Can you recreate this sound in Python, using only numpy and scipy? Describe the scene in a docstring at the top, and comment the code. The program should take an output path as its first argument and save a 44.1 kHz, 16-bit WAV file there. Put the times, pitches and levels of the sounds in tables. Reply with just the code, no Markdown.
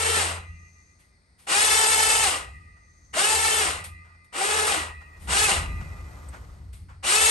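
"""An electric winch raises a timber wall in six short runs on an open building site.
The first run is already under way over a low hum and light wind: gear teeth whine, grind and rattle
to a stop, and the steel rings on. Four more runs spin up fast with brief squeals of metal; small ticks
and soft knocks of settling timber fall between them. Then a gust buffets the microphone and rustles,
the load settles with one bright snap, and the last run starts."""
import sys
import numpy as np
from scipy import signal
from scipy.fft import rfft, irfft, next_fast_len
from scipy.io import wavfile

SR = 44100
rng = np.random.default_rng(int(sys.argv[2]) if len(sys.argv) > 2 else 0)


def pcm_store(signal):
    """Save signal as 16-bit PCM."""
    levels = np.round(np.clip(np.atleast_2d(signal), -1, 1) * 32767)
    wavfile.write(sys.argv[1], SR, levels.astype(np.int16).T)


N = 321930
T = np.arange(N) / SR
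FFT_SIZE = next_fast_len(N + 4096)
BINS = np.maximum(np.fft.rfftfreq(FFT_SIZE, 1 / SR), 1)


def from_db(db):
    """Decibels to gain."""
    return 10 ** (np.asarray(db) / 20)


def rms_one(x):
    """Scale to unit rms."""
    return x / np.sqrt(np.mean(np.abs(x) ** 2) + 1e-20)


def at_hz(points, hz):
    """Read the columns of a frequency table, interpolated on a log axis."""
    freqs, *columns = np.transpose(points)
    return [np.interp(np.log(hz), np.log(freqs), column) for column in columns]


def shaped(x, gain):
    """Equalise with one gain per frequency bin."""
    return irfft(rfft(x, FFT_SIZE) * gain, FFT_SIZE)[..., :N]


def colour(points):
    """EQ curve through (Hz, dB) points, falling steeply past its ends."""
    ends = np.minimum(1, BINS / points[0][0]) * np.minimum(1, points[-1][0] / BINS)
    return from_db(at_hz(points, BINS)[0]) * ends ** 4


def noise(points):
    """Two unrelated noises (direct and scattered sound) of one colour."""
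    return rms_one(shaped(rng.standard_normal((2, N)), colour(points)))


def drift(rate_hz):
    """Smooth random modulation of unit rms, drawn at a twentieth of the sample rate."""
    pole = np.exp(-40 * np.pi * rate_hz / SR)
    slow = signal.lfilter([1], [1, -2 * pole, pole * pole], rng.standard_normal(N // 20 + 3002))[3000:]
    return np.interp(np.arange(N) / 20, np.arange(len(slow)), rms_one(slow))


def resonate(x, hz, width_hz):
    """A two-pole resonance, scaled to unit rms."""
    radius = np.exp(-np.pi * width_hz / SR)
    feedback = [1, -2 * radius * np.cos(2 * np.pi * hz / SR), radius * radius]
    return rms_one(signal.lfilter([1, 0, -1], feedback, x + 1e-18))


def two_levels(x, body_db, treble_db, split_hz=2560):
    """Give the body and the treble of a sound their own levels."""
    body = shaped(x, 1 / (1 + (BINS / split_hz) ** 4))
    return from_db(body_db) * body + from_db(treble_db) * (x - body)


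def swells(rows):
    """Envelope of bell-shaped swells that add in power."""
    return np.sqrt(sum((from_db(db) * np.exp(-((T - s) / half) ** 2)) ** 2 for s, db, half in rows))


def taps(rows, points):
    """Small contacts: coloured noise with a quick attack and an exponential decay."""
    envelope = np.zeros(N)
    for s, db, rise, t60 in rows:
        age = np.maximum(T - s, 0)
        decay = 1000. ** (-np.maximum(age - rise, 0) / t60)
        envelope += from_db(db) * np.minimum(age / rise, 1) * decay
    return envelope * noise(points)


def gear_motion():
    """Each run spins up, holds and coasts down under friction: the tooth rate and five level curves."""
    # winch runs: (on [s], off [s], full tooth rate [Hz], braking [Hz/s], early level [dB],
    # late level [dB], body offset [dB], whine share [dB], first harmonic [dB], second harmonic [dB])
    runs = [ (-0.6, 0.175, 445.2, 1231, -38, -26, -4.5, -3.5, -32, -34),
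            (1.465, 2.228, 439.4, 1258, -22.5, -23, -6, 1, -39, -28.5),
            (3.128, 3.602, 443, 1241, -23, -25.5, -5.5, 0, -36, -29.5),
            (4.322, 4.698, 430.4, 1321, -29, -26.5, -3, -4.5, -31.5, -34),
            (5.268, 5.458, 440.8, 1330, -24, -23, -5, 2, -36.5, -32.5),
            (7.025, 7.4, 444.7, 1250, -21.5, -21, -8, -0.5, -36, -31.5), ]
    kick_hz, kick_s, spin_up_s = 134.2, .022, .047  # the rate kicks up, then closes in on full speed
    start_dip_db, attack_s = 32.5, 0.023
    bite_db, bite_s = 17.5, 0.062  # the whine comes in as the teeth bed in
    coast_loss_db, coast_power = 73.5, 2.143  # coasting gears fade ever faster
    unload_db_per_s, slow_body_db = 256.5, 24  # the whine lets go at once; slow gears sound duller
    curves = np.zeros((6, N))
    for on, off, top_hz, braking, early_db, late_db, body_db, whine_db, first_db, second_db in runs:
        now = T >= on
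        driven_s = np.minimum(T[now], off) - on
        coast_s = np.maximum(T[now] - off, 0)
        speed_lost = np.minimum(braking * coast_s / top_hz, 1)
        hz = (top_hz - (top_hz - kick_hz) * np.exp(-driven_s / spin_up_s)) * (1 - speed_lost)
        held_db = early_db + (late_db - early_db) * driven_s / (off - on)
        attack_db = start_dip_db * np.exp(-driven_s / attack_s)
        curves[0, now] = hz * np.minimum(driven_s / kick_s, 1)
        curves[1, now] = held_db - attack_db - coast_loss_db * speed_lost ** coast_power
        curves[2, now] = body_db + slow_body_db * (1 - hz / top_hz) ** 2
        curves[3, now] = whine_db - bite_db * np.exp(-driven_s / bite_s) - unload_db_per_s * coast_s
        curves[4, now], curves[5, now] = first_db, second_db
    return curves


def winch(loaded_hz=418, stall_hz=60.1, wobble_hz=1.8, mesh_depth=0.14, shake_db=0.87):
    """Gears whine when driven at speed and rattle when slack; sliding teeth grind throughout."""
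    # gearbox colour: (frequency [Hz], level [dB])
    gearbox = [(100, -24), (165, -5), (255, -6.5), (420, 2), (600, 3), (830, 2.5), (1500, 7.5), (2800, 1.5),
               (4400, -2), (6300, -5), (8500, 2), (10400, 1.5), (11400, -12), (12800, -38)]
    tooth_hz, level_db, body_db, whine_db, first_db, second_db = gear_motion()
    mesh_phase = 2 * np.pi * np.cumsum(tooth_hz + wobble_hz * drift(24.53)) / SR
    speed = np.clip(tooth_hz / loaded_hz, 0, 1)
    whine_gain, grind_gain = speed ** 1.9 * from_db(whine_db + 1.5), from_db(-1)
    whining = whine_gain * rms_one(shaped(whine(mesh_phase), colour(gearbox)))
    grinding = grind_gain * noise(gearbox) * (1 + mesh_depth * np.cos(mesh_phase))
    rattling = rattle() * from_db(-6 - 3 * speed ** 2)
    blend = (whining + grinding + rattling) / np.hypot(whine_gain, grind_gain)
    running = np.clip(tooth_hz / stall_hz, 0, 1) * from_db(shake_db * drift(23))
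    gears = running * two_levels(blend, level_db + body_db + 5.5, level_db + 3.5)
    return gears + low_tones(mesh_phase, tooth_hz, speed, first_db, second_db) + squeals(tooth_hz)


def whine(mesh_phase, rough=0.59, rough_per_order=0.024, flutter_hz=52):
    """Tooth harmonics; uneven teeth spread sidebands round each, more so on the high ones."""
    # tooth harmonics at full speed: (multiple of the tooth rate, level [dB])
    teeth = [(1, -4), (2, -4), (3, -1.5), (4, 3.5), (5, -1.5), (6, 1), (7, 0.5), (10, -1.5), (13, 1),
             (15, 1.5), (17, 0.5), (20, 0), (26, 3.5)]
    out, orders = np.zeros((2, N)), np.arange(1, 28)
    flutter = np.array([drift(flutter_hz) for _ in range(4)])
    for order, db in zip(orders, at_hz(teeth, orders)[0]):
        skirt_share = np.clip(rough + rough_per_order * order, 0, .95)
        skirt = np.sqrt(skirt_share / 2) * np.roll(flutter, rng.integers(N), axis=1)
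        steady = np.sqrt(1 - skirt_share)
        phase = order * mesh_phase + rng.uniform(0, 2 * np.pi)
        cos, sin = from_db(db) * np.cos(phase), from_db(db) * np.sin(phase)
        out[0] += (steady + skirt[0]) * cos + skirt[1] * sin
        out[1] += (steady + skirt[2]) * sin + skirt[3] * cos
    return rms_one(out)


def rattle(blows_per_s=450, spread_db=1.5):
    """Loose teeth strike the housing at random; each blow rings every resonance differently."""
    # short resonances of the housing: (frequency [Hz], width [Hz], level [dB])
    housing = [(443, 86, -6), (646, 140, -8.5), (787, 38, -3.5), (1010, 27, -2.5), (1223, 140, 1.5),
               (1926, 50, -1.5), (2516, 110, -15), (2820, 130, 2.5), (4100, 250, -25.5)]
    hits = np.flatnonzero(rng.random(N) < blows_per_s / SR)
    force = from_db(spread_db * np.clip(rng.standard_normal(N), -2, 2))
    out = np.zeros((2, N))
    for hz, width_hz, db in housing:
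        clicks = np.zeros((2, N))
        clicks[:, hits] = force[hits] * rng.standard_normal((2, len(hits)))
        out += from_db(db) * resonate(clicks, hz, width_hz)
    return rms_one(out)


def low_tones(mesh_phase, tooth_hz, speed, first_db, second_db):
    """The two lowest tooth harmonics grow with speed; the second booms through a housing resonance."""
    boom_hz, boom_width_hz, boom_db = 793.6, 18, -33.5
    rough, flutter_hz, swell_db, swell_hz = 0.56, 35.2, 2.5, 15
    boom = from_db(boom_db) * np.exp(-((2 * tooth_hz - boom_hz) / boom_width_hz) ** 2)
    grip = speed ** 5.2
    # uneven teeth keep the same resonance growling
    growl = resonate(rng.standard_normal((2, N)), boom_hz, width_hz=40)
    out = grip * from_db(second_db - 9.5) * growl
    for order, gain in (1, grip * from_db(first_db)), (2, grip * from_db(second_db - 2) + boom):
        flutter = np.array([drift(flutter_hz) + 1j * drift(flutter_hz) for _ in range(2)])
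        phasor = rms_one(np.array([[1], [.6j]]) + rough * flutter)
        tone = np.real(phasor * np.exp(1j * order * mesh_phase))
        out += gain * from_db(swell_db * drift(swell_hz)) * tone
    return out


def hum(gain_db=1, octave_db=-16.5, waver_db=2, swell_s=0.14, t60=1.31):
    """A wavering low tone with a weak octave: each swell rises, dips once, holds and dies away."""
    # swells of low hum: (start [s], fade from [s], first pitch [Hz], last pitch [Hz], level [dB])
    hums = [(-.6, .28, 85, 84.6, -34), (1.561, 2.297, 76, 82.6, -44), (3.22, 3.842, 77, 84.7, -40),
            (4.456, 4.884, 78, 78.3, -39.5), (5.252, 5.73, 78, 85.1, -42), (6.052, 6.855, 90, 90.2, -47),
            (7.12, 7.3, 76, 76.8, -43)]
    dip_after_s, dip_half_s, dip_depth_db = .3, .035, 11.5
    out = np.zeros(N, complex)
    for start, end, first_hz, last_hz, db in hums:
        phase = 2 * np.pi * np.cumsum(np.interp(T, [start, end], [first_hz, last_hz])) / SR
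        dip_db = dip_depth_db * np.exp(-((T - start - dip_after_s) / dip_half_s) ** 2)
        fade_db = 60 * np.maximum(T - end, 0) / t60
        envelope = np.clip((T - start) / swell_s, 0, 1) * from_db(db - dip_db - fade_db)
        out += envelope * (np.exp(1j * phase) + from_db(octave_db) * np.exp(2j * phase))
    return from_db(gain_db + waver_db * drift(3.9)) * np.array([out.real, out.imag])


def still_air(level_db=-66):
    """A steady, faint bed of open air."""
    # colour of the air: (frequency [Hz], level [dB])
    air_colour = [(59, -38), (100, -5), (712, -20.5), (1130, -23.5), (1220, -21), (1750, -19.5),
                  (2020, -16), (2950, -38), (4500, -20.5), (7270, -37), (8890, -22), (12000, -50),
                  (15600, -92.5), (22000, -120)]
    return from_db(level_db) * noise(air_colour)


def wind(gain_db=3.5, calm_db=-65):
    """Gusts buffet the microphone; a faint rumble stays between them."""
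    # gusts: (time [s], level [dB], half length [s])
    gusts = [(.42, -50, 0.22), (1.7, -52.5, 0.14), (2.19, -44.5, 0.12), (2.52, -49, 0.23),
             (3.25, -57.5, 0.43), (3.82, -47.5, 0.17), (4.89, -51, 0.17), (5.3, -39, 0.07),
             (5.65, -34, 0.3), (6.1, -45.5, 0.75), (6.7, -47.5, 0.34), (7.22, -51, 0.11)]
    # colour of the rumble: (frequency [Hz], level [dB])
    wind_colour = [(18, -24), (32, -7.5), (50, 1.5), (68, 7.5), (95, -2), (125, -10.5), (160, -9),
                   (220, -18), (400, -29)]
    return from_db(gain_db) * np.hypot(swells(gusts), from_db(calm_db)) * noise(wind_colour)


def steel_ring(gain_db=1, chance_db=1.5, beat_hz=8.06, beat_depth=0.59, swell_s=0.23):
    """Lightly damped steel modes swell into each stop and ring on, beating as close pairs do."""
    # modes of the winch steel: (frequency [Hz], level [dB], t60 [s])
    modes = [(1213, -5, 2.1), (1243, -2.5, 1.043), (1887, -2.5, 1.9), (1944, -4.5, 2.2), (1950, 2, 1.1),
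             (2043, -6, 2.12), (2180, -14, 0.81), (2394, -10.5, 1.914), (2500, -14.5, 1), (2540, -9, 1.5),
             (2470, -9.5, 1.4), (2640, -10.5, 0.92), (2670, -7.5, 0.76), (2770, -10, 1.1),
             (3990, -2.5, 0.51)]
    # stops of the winch: (time [s], level [dB], most strongly struck frequency [Hz])
    stops = [(.3, -48, 2066), (2.33, -48, 1997), (3.721, -47, 2030), (4.8, -47, 1884), (5.551, -42, 2040)]
    struck_db, struck_width_hz = 4.5, 18
    out = np.zeros((2, N))
    for s, stop_db, struck_hz in stops:
        span = np.flatnonzero((T > s - swell_s) & (T < s + 1.5))
        age = T[span] - s
        swell = np.clip(1 + age / swell_s, 0, 1)
        for hz, db, t60 in modes:
            phases = rng.uniform(0, 2 * np.pi, (3, 1))
            beat = 1 + beat_depth * np.cos(2 * np.pi * beat_hz * rng.uniform(0.46, 2) * age + phases[2])
            accent_db = struck_db * np.exp(-((hz - struck_hz) / struck_width_hz) ** 2)
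            blow_db = stop_db + accent_db + chance_db * rng.standard_normal()
            level_db = blow_db + db + gain_db - 60 * np.maximum(age, 0) / t60
            out[:, span] += swell * beat * from_db(level_db) * np.cos(2 * np.pi * hz * age + phases[:2])
    return out


def hiss():
    """A faint, thin band of high noise swells twice."""
    # swells of hiss: (time [s], level [dB], half length [s])
    hisses = [(.73, -64.5, 0.27), (3.12, -65.5, 0.31)]
    return swells(hisses) * resonate(rng.standard_normal((2, N)), hz=6260, width_hz=180)


def ticks():
    """Small, sharp ticks and scuffs between the runs."""
    # contacts: (time [s], level [dB], rise [s], t60 [s])
    contacts = [(.985, -60, 0.016, 0.34), (1.378, -56, 0.019, 0.82), (3.838, -35.5, 0.0046, 0.2),
                (4.243, -59.5, 0.0027, 0.11), (5.185, -51, 0.044, 1.2), (6.726, -50.5, .008, 0.37)]
    # colour of a tick: (frequency [Hz], level [dB])
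    tick_colour = [(500, -5.5), (2000, -1), (4500, -8), (7000, -10.5), (9000, 0), (10500, 2),
                   (13000, -22.5)]
    return taps(contacts, tick_colour)


def squeals(tooth_hz, gain_db=3.5, rough_rad=0.18, glide=0.52):
    """Metal squeals as the mesh catches a resonance, its pitch partly following the gear speed."""
    # squeals: (time [s], pitch [Hz], level [dB], half length [s])
    catches = [(1.563, 2455, -27.5, 0.014), (3.175, 644, -24.5, 0.0057), (3.247, 2920, -26.5, 0.009),
               (3.525, 3094, -30, 0.0152), (5.456, 2606, -25, 0.018), (7.058, 2797, -31, 0.0144),
               (7.145, 7630, -24, .014), (7.186, 2585, -26.5, .015), (7.244, 7440, -27.5, .018),
               (7.271, 6660, -24, 0.012)]
    out = np.zeros((2, N))
    flutter = rough_rad * np.array([drift(90), drift(90)])
    for s, hz, db, half in catches:
        near = np.flatnonzero(np.abs(T - s) < 3 * half)
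        pitch = hz * (tooth_hz[near] / np.interp(s, T, tooth_hz)) ** glide
        phase = 2 * np.pi * np.cumsum(pitch) / SR + flutter[:, near] + rng.uniform(0, 2 * np.pi, (2, 1))
        envelope = from_db(db + gain_db) * np.exp(-((T[near] - s) / half) ** 2)
        out[:, near] += envelope * np.cos(phase)
    return out


def timber_knocks():
    """The timber knocks softly as it settles."""
    # knocks: (time [s], level [dB], rise [s], t60 [s])
    knocks = [(2.76, -63, 0.011, .15), (4.04, -56.5, 0.01, 0.47), (4.142, -62, 0.0053, 0.09),
              (5.01, -48.5, 0.0072, .12), (5.8, -42, 0.014, 0.14), (6.316, -42.5, 0.029, 0.21),
              (6.882, -50.5, 0.016, 0.34)]
    # colour of the timber: (frequency [Hz], level [dB])
    knock_colour = [(200, -14), (750, -1), (1000, 0), (1380, 5), (1560, 3), (1730, -1), (2300, -7),
                    (4000, -19), (9000, -21)]
    return taps(knocks, knock_colour)


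def rustle(crinkle_db=1, crinkle_hz=53):
    """The strongest gust brings a rustle: broad noise whose level flickers."""
    # swells of rustling: (time [s], level [dB], half length [s])
    rustles = [(5.75, -53, 0.59), (6.3, -56, 0.32)]
    # colour of the rustle: (frequency [Hz], level [dB])
    rustle_colour = [(150, -40), (250, -3.5), (913, -6.5), (1240, -4), (1860, -10), (2020, -16),
                     (2980, -16.5), (8540, -15.5), (12000, -19), (15600, -79.5), (22000, -120)]
    crinkle = noise(rustle_colour) * from_db(crinkle_db * drift(crinkle_hz))
    return swells(rustles) * two_levels(crinkle, body_db=4, treble_db=-2.5)


def load_snap():
    """The settling load gives one bright snap."""
    # snap: (time [s], level [dB], rise [s], t60 [s])
    snaps = [(6.286, -44.5, .001, 0.047)]
    # colour of the snap: (frequency [Hz], level [dB])
    snap_colour = [(2000, -25), (6800, -30), (7900, 12), (8800, 2), (10500, -4), (13000, -26)]
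    return taps(snaps, snap_colour)


def site_echo(x, echo_db=-27.5, t60=0.82):
    """The surrounding framing scatters back a faint, short tail."""
    tail = rng.standard_normal((2, SR)) * 1000. ** (-T[:SR] / t60)
    tail /= np.sqrt(np.sum(tail ** 2, axis=1, keepdims=True))
    return from_db(echo_db) * signal.fftconvolve(x, tail, axes=1)[:, :N]


def microphones(field):
    """Direct and scattered sound are split between two channels; likeness, balance and the left channel's phase
    lead vary with pitch."""
    # stereo image: (frequency [Hz], likeness [0-1], left minus right [dB], left lead [rad])
    pair = [(120, .98, .7, 0), (400, .55, 2.5, 1.2), (850, .75, 4, .6), (1350, .5, 0, 1.9),
            (1750, .75, -1.8, 3.8), (2300, .4, 1.3, 6), (2700, .68, 3.2, 6.7), (5400, .5, 6.5, 7),
            (7100, .6, 6, 6.3), (7500, .8, 3, 7.6), (8600, .99, .4, 6.3), (9300, .96, .3, 4.7),
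            (9950, 1, 0, 3.2), (10600, 1, 0, 2.7), (11400, 1, 0, 0)]
    likeness, balance_db, lead = at_hz(pair, BINS)
    likeness = np.clip(likeness, 0, 1)
    direct, scattered = shaped(field, np.sqrt([(1 + likeness) / 2, (1 - likeness) / 2]))
    left = shaped(direct + scattered, from_db(balance_db / 2) * np.exp(1j * lead))
    right = shaped(direct - scattered, from_db(-balance_db / 2))
    return np.array([left, right])


def scene():
    """The winch, the timber and the open air, mixed at the microphone pair."""
    gears = winch()
    ring = steel_ring()
    contacts = ticks() + load_snap() + timber_knocks()
    ambience = hum() + wind() + rustle() + hiss() + still_air()
    return microphones(gears + site_echo(gears) + ring + contacts + ambience)


def record(dry):
    """A steep low-pass cuts the top."""
    cutoff_hz = 13100
    return signal.sosfilt(signal.ellip(10, .2, 80, cutoff_hz, fs=SR, output="sos"), dry)


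dry = scene()
out = record(dry)
pcm_store(out)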